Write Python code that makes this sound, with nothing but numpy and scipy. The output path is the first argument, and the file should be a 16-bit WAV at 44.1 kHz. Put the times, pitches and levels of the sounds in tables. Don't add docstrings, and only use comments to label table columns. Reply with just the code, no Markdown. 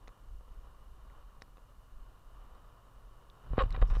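import sys
import numpy as np
from scipy import signal
from scipy.fft import rfft, irfft, next_fast_len
from scipy.io import wavfile
from scipy.ndimage import uniform_filter1d, map_coordinates

SR = 44100
rng = np.random.default_rng(int(sys.argv[2]) if len(sys.argv) > 2 else 0)


def unload_audio(sound):
    columns = np.transpose(np.atleast_2d(sound))
    steps = np.round(np.clip(columns, -1, 1) * 32767)
    wavfile.write(sys.argv[1], SR, steps.astype(np.int16))


def gain_from_db(level_db):
    decades = np.asarray(level_db, float) / 20
    return 10 ** decades


N = 176400


def unit(x):
    return x / np.sqrt(np.mean(x ** 2) + 1e-20)


def curve(rows):
    return np.interp(np.arange(N) / SR, *np.transpose(rows))


def wobble(rate_hz):
    knots = rng.standard_normal(int(N * rate_hz / SR) + 4)
    return map_coordinates(knots, [np.arange(N) * rate_hz / SR])


def filtered(x, response):
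    m = next_fast_len(N + SR // 2)
    return irfft(rfft(x, m) * response(np.fft.rfftfreq(m, 1 / SR)), m)[:N]


def noise(response):
    return unit(filtered(rng.standard_normal(N), response))


def colour(points):
    hz_points, db = np.transpose(points)
    return lambda hz: gain_from_db(np.interp(np.log(hz + 1), np.log(hz_points + 1), db))


def resonance(f, hz, width_hz):
    return 1j * f * width_hz / (hz * hz - f * f + 1j * f * width_hz)


def add(track, time_s, x):
    i = round(time_s * SR)
    track[i:i + len(x)] += x[:max(len(track) - i, 0)]


def push(contact_s):
    u = np.arange(int(contact_s * 8 * SR) + 4) / (contact_s * SR / 2 + 1)
    return u * np.exp(1 - u)


def through(force, body):
    wall_hz = 3920

    def response(f):
        wall = 1 / (1 + 1.1j * f / wall_hz - (f / wall_hz) ** 2) ** 4
        return wall * sum(gain_from_db(db) * resonance(f, hz, width_hz) for hz, width_hz, db in body)

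    return filtered(force, response)


# (frequency [Hz], width [Hz], level [dB])
HOUSING_MODES = [(103.2, 45.6, 2.5), (226, 106, -6.5), (495, 570, -8), (762, 14, -18), (1079, 267, -0.5),
                 (1300, 220, -44), (1690, 71, -11.5), (2380, 160, -12), (2730, 60, -16), (3674, 330, -10.5),
                 (4300, 290, -26), (5530, 2600, -12.5)]


def housing(force):
    return through(force, HOUSING_MODES)


# (time [s], level [dB])
ROLLING = [(0.0, -64.5), (0.19, -69), (0.41, -68.5), (0.63, -64), (.9, -66), (1.16, -64.5), (1.35, -66),
           (1.57, -68.5), (2.2, -65.5), (2.44, -64), (2.7, -65), (3.15, -67), (3.44, -62.5), (3.63, -55.5),
           (3.72, -60), (4.0, -56.5)]
# (frequency [Hz], level [dB per Hz])
ROAD_GRAIN = [(60, -59.5), (100, 11), (200, 4.5), (600, 11.5), (1200, 6), (2500, -6.5), (4000, -2),
              (7000, 10)]


def wheels():
    grains_per_s, grain_db = 1500, 1.5
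    bearing_hz, bearing_width_hz, bearing_db = 2960, 330, -17
    struck = rng.random(N) < grains_per_s / SR
    size = gain_from_db(grain_db * (4.5 + rng.exponential(size=N)))
    grains = rng.standard_normal(N) * (1 + struck * size)
    hum = unit(housing(filtered(grains, colour(ROAD_GRAIN))))
    bearings = unit(filtered(grains[::-1], lambda f: resonance(f, bearing_hz, bearing_width_hz) ** 2))
    flutter_db = 0.8 * (wobble(5.46) + wobble(25.35))
    return gain_from_db(curve(ROLLING) + 0.5 + flutter_db) * (hum + gain_from_db(bearing_db) * bearings)


UPPER_HZ = 108.6


def swing(f):
    return 1 / (1 + 1j * f * 42.2 / 46 ** 2 - (f / 46) ** 2) ** 2


def judder(f):
    return resonance(f, UPPER_HZ, 60)


# (time [s], level [dB])
SWAY_LEVEL = [(0.0, -53), (0.11, -51.5), (0.14, -61), (0.36, -44), (0.45, -59.5), (0.51, -50),
              (0.97, -52.5), (1.74, -53), (1.79, -47), (1.82, -61.5), (1.97, -48), (2.04, -54), (3.39, -55),
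              (3.45, -49)]


def sway():
    lumps_db, judder_db = 3.5, -17.5
    sway_db = curve(SWAY_LEVEL)
    slow = noise(swing)
    power = np.abs(uniform_filter1d(slow * slow, size=3500))
    steadied = slow / (power + 0.1) ** 0.35
    out = gain_from_db(sway_db + lumps_db * wobble(6.91)) * steadied
    return out + gain_from_db(sway_db.mean() + judder_db + 1.1 * wobble(8.8)) * noise(judder)


# (frequency [Hz], level [dB per Hz])
HISS_SPECTRUM = [(300, -28), (600, -0.5), (6000, 7), (13500, 5.5), (15000, 5), (15700, -6)]


def hiss():
    return gain_from_db(-79) * noise(colour(HISS_SPECTRUM))


# (frequency [Hz], level [dB rms])
WHINE_TONES = [(1403, -88), (1428, -87), (2831, -90), (4233, -99), (4258, -98), (5661, -104), (8492, -107),
               (9895, -107), (9920, -107), (11322, -106), (15019, -109)]


def whine():
    t = np.arange(N) / SR
    return sum(np.sqrt(2) * gain_from_db(db) * np.sin(2 * np.pi * hz * t) for hz, db in WHINE_TONES)


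# (time [s], peak level [dB], pitch [Hz], T60 [s])
LOOSE_PARTS = [(0.075, -50.5, 2000, 0.018), (0.075, -57, 3500, 0.019), (0.077, -56, 5400, .006),
               (.0801, -47, 4000, 0.0051), (.0803, -50, 2400, 0.0081), (0.08, -49, 6460, 0.0033),
               (.0913, -62, 5000, .004), (0.49, -61, 3000, 0.013), (1.413, -62, 3770, 0.02),
               (1.4175, -59, 3600, .008), (1.4203, -41, 1850, 0.01), (1.4215, -45, 3800, 0.0065),
               (1.1, -52, 1900, .008), (1.4202, -43.5, 4600, 0.007), (1.4212, -41.5, 5350, 0.0076),
               (1.42, -45.5, 6000, 0.0055), (1.4235, -61, 4000, 0.013), (1.4245, -60, 5200, .01),
               (1.5708, -54, 3700, 0.0071), (1.5716, -56, 2600, 0.0076), (1.5708, -59, 6300, .004),
               (1.582, -61, 2800, .01), (1.4205, -53, 9000, 0.004), (3.607, -61, 7900, 0.006),
               (3.581, -56, 7200, 0.0041), (3.901, -55.5, 3770, .03), (3.6225, -49.5, 7500, 0.0045),
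               (3.6232, -40, 3900, 0.0049), (3.63, -58, 7540, .008), (3.3, -46, 3600, 0.0055),
               (3.6365, -41.5, 2880, 0.0082), (3.659, -61, 2900, .01), (3.65, -56.5, 2950, 0.0067),
               (3.7056, -45.5, 2070, 0.011), (3.7058, -55, 6800, .004), (3.7058, -54.5, 11000, .003),
               (3.706, -44.5, 4300, 0.0068), (3.7059, -53, 8300, 0.0045), (3.7255, -40, 3900, 0.0084),
               (3.7258, -52, 5400, 0.008), (3.7257, -56, 5400, 0.007), (3.8135, -56, 4800, 0.0084),
               (3.8138, -58, 7200, .005), (3.822, -61, 7400, .012), (3.853, -58, 3100, .012)]


def clicks():
    rise_s, roughness = 0.00025, 0.4
    out, t = np.zeros(N), np.arange(SR // 20) / SR
    for time_s, db, hz, t60_s in LOOSE_PARTS:
        smooth = uniform_filter1d(rng.standard_normal(len(t)), size=9)
        rough = 1 + roughness * unit(uniform_filter1d(smooth, size=9))
        envelope = gain_from_db(db - 60 * t / t60_s) * (1 - np.exp(-t / rise_s))
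        add(out, time_s, envelope * rough * np.sin(2 * np.pi * hz * t))
    return out


# (time [s], peak level [dB], contact time [s], direction [+1 or -1])
CASE_KNOCKS = [(0.0796, -46.5, 0.00036, 1), (0.0907, -48.5, 0.00015, 1), (0.409, -55, 0.00052, 1),
               (0.479, -55, 0.00022, 1), (1.4202, -47.5, 0.00065, -1), (1.481, -54.5, 0.00038, -1),
               (1.5706, -53.5, 0.0002, 1), (1.5815, -52.5, 0.00051, 1), (3.445, -54, 0.00032, 1),
               (3.464, -57, 0.00027, 1), (3.514, -47, 0.0011, 1), (3.534, -32.5, 0.0013, 1),
               (3.5802, -30, 0.00075, 1), (3.581, -18, 0.00092, -1), (3.582, -31.5, 0.0013, 1),
               (3.6363, -37.5, 0.00038, -1), (3.638, -33, 0.004, -1), (3.66, -32, 0.0083, 1),
               (3.745, -45, 0.00033, -1), (3.776, -37.5, 0.0013, 1), (3.7781, -43, .001, 1),
               (3.8176, -40, 0.00027, -1), (3.8255, -29.5, 0.0015, 1), (3.901, -48, 0.00016, 1),
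               (3.929, -40, 0.00064, 1), (3.969, -35.5, 0.00087, 1)]
# (frequency [Hz], width [Hz], level [dB])
SHELL_MODES = [(506, 80, -1), (630, 120, -11), (765, 40, 3), (1100, 70, 2), (1180, 90, -1),
               (1460, 120, -13), (1600, 100, -17), (1890, 100, -14), (2490, 130, -15), (2960, 300, -13),
               (3770, 260, -11)]


def knocks():
    direct_hz = 2500
    force = np.zeros(N)
    for time_s, db, contact_s, direction in CASE_KNOCKS:
        add(force, time_s, direction * gain_from_db(db) * push(contact_s))
    direct = filtered(force, lambda f: 1 / (1 + 1j * f / direct_hz) ** 2)
    return 2.0 * housing(force) + 0.35 * direct + 2.0 * through(force, SHELL_MODES)


# (time [s], level [dB])
DRAG_LEVEL = [(3.4, -70), (3.5, -48), (3.6, -44), (3.7, -42), (3.8, -44), (4, -46)]


def drag():
    return gain_from_db(curve(DRAG_LEVEL)) * (noise(swing) + 0.52 * noise(lambda f: judder(f) ** 2))


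# (time [s], level [dB], direction [+1 or -1])
POLE_BLOWS = [(3.504, -20.5, 1), (3.525, -29.5, 1), (3.577, -19.5, 1), (3.623, -15.5, 1),
              (3.633, -23.5, -1), (3.705, -22, 1), (3.734, -22, 1), (3.761, -23, 1), (3.791, -19.5, -1),
              (3.817, -7, -1), (3.89, -18, 1), (3.909, -13.5, -1), (3.952, -17, 1), (3.974, -17.5, 1)]


def thuds():
    pole_hz, pole_t60_s, rise_s = 36.2, 0.13, 0.0062
    upper_db, upper_t60_s = -27, 0.19
    out, t = np.zeros(N), np.arange(SR // 2) / SR
    ring = gain_from_db(-60 * t / pole_t60_s) * np.sin(2 * np.pi * pole_hz * t)
    ring += gain_from_db(upper_db - 60 * t / upper_t60_s) * np.sin(2 * np.pi * UPPER_HZ * t)
    for time_s, db, direction in POLE_BLOWS:
        add(out, time_s, direction * gain_from_db(db + 0.5) * (1 - np.exp(-t / rise_s)) * ring)
    return out


def pole():
    low_cut_hz = 7.1
    return filtered(sway() + drag() + thuds(), lambda f: 1j * f / (low_cut_hz + 1j * f))


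def slips(time_s, length_s, rate, contact_s, jitter, scatter_db, crunch):
    edge_s, crunch_s = 0.004, 0.0025
    chance = rng.standard_normal((60, 2))
    force, t = np.zeros(N), np.arange(SR // 100) / SR
    at = np.cumsum(np.exp(jitter * chance[:, 0])) / rate - 1 / rate
    fade = np.clip(np.minimum(at + edge_s, length_s - at) / edge_s, 0, 1)
    step = np.diff(push(contact_s))
    for start, size in zip(at, fade * gain_from_db(scatter_db * chance[:, 1])):
        add(force, time_s + start, size * step)
        burst = np.exp(-t / crunch_s) * rng.standard_normal(len(t))
        add(force, time_s + start, size * crunch * step.max() * burst)
    return force


def at_level(x, db, length_s):
    return gain_from_db(db) * np.sqrt(length_s * SR / N) * unit(x)


# (time [s], length [s], level [dB rms], slip rate [per s], contact time [s])
CASE_SCRAPES = [(3.521, 0.052, -65, 920, 0.00035), (3.57, 0.014, -49.5, 950, 0.00047),
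                (3.577, 0.0066, -47.5, 860, 0.00035), (3.606, 0.016, -39, 1170, 0.0002),
                (3.638, 0.027, -55.5, 600, 0.0011), (3.713, 0.044, -57.5, 900, 0.00049),
                (3.754, .015, -50.5, 490, 0.00017), (3.781, 0.055, -57, 1080, 0.0011),
                (3.813, 0.018, -61, 1100, 0.00031), (3.852, 0.012, -59.5, 760, 0.00032),
                (3.9, 0.029, -49.5, 1140, 0.00076), (3.936, 0.021, -51, 770, 0.00061),
                (3.973, 0.018, -62, 950, 0.00045)]


def scrapes():
    out = np.zeros(N)
    for time_s, length_s, db, rate, contact_s in CASE_SCRAPES:
        force = slips(time_s, length_s, rate, contact_s, jitter=0.52, scatter_db=3, crunch=0.27)
        out += at_level(housing(force), db, length_s)
    return out


def bending(x):
    delay_s = 0.002
    return filtered(x, lambda f: np.exp(-4j * np.pi * delay_s * (np.sqrt(1000 * f) - f / 2)))


# (time [s], length [s], level [dB rms], slip rate [per s], contact time [s])
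SHELL_BUZZES = [
    (3.59, 0.018, -33, 272, 0.0002),
    (3.605, 0.021, -30, 512, 0.0016),
    (3.745, .01, -43, 900, .0009),
    (3.8175, .006, -41, 900, .0005),
    (3.823, .007, -34, 640, .0018),
    (3.953, 0.02, -50, 235, 0.00012),
]


def buzzes():
    out = np.zeros(N)
    for time_s, length_s, db, rate, contact_s in SHELL_BUZZES:
        force = slips(time_s, length_s, rate, contact_s, jitter=0.08, scatter_db=1.5, crunch=0.08)
        out += at_level(bending(through(force, SHELL_MODES)), db, length_s)
    return out


# (time [s], level [dB])
GRIT_LEVEL = [(3.86, -140), (3.872, -76), (3.884, -71), (3.888, -77), (3.907, -67), (3.925, -74),
              (3.945, -71), (3.965, -72), (3.985, -71), (4, -74)]


def grit():
    grains_per_s, size_db = 3500, 3
    struck = rng.random(N) < grains_per_s / SR
    size = gain_from_db(size_db * rng.exponential(size=N).clip(0, 2))
    grains = rng.standard_normal(N) * (0.4 + struck * size)
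    slide = filtered(grains, lambda f: resonance(f, 5500, 1300) ** 2 + 0.33 * resonance(f, 6700, 4000) ** 2)
    return gain_from_db(curve(GRIT_LEVEL) + 2.4 * wobble(90)) * unit(slide)


def scene():
    end_fade_s = 0.004
    fade = np.clip((N - np.arange(N)) / (end_fade_s * SR), 0, 1)
    body = wheels() + pole() + clicks() + knocks() + scrapes() + buzzes() + grit()
    return (fade * body)[None]


def low_pass(x):
    return signal.sosfilt(signal.butter(12, 15710, fs=SR, output="sos"), x)


def record(dry):
    return low_pass(dry + hiss() + whine())


dry = scene()
out = record(dry)
unload_audio(out)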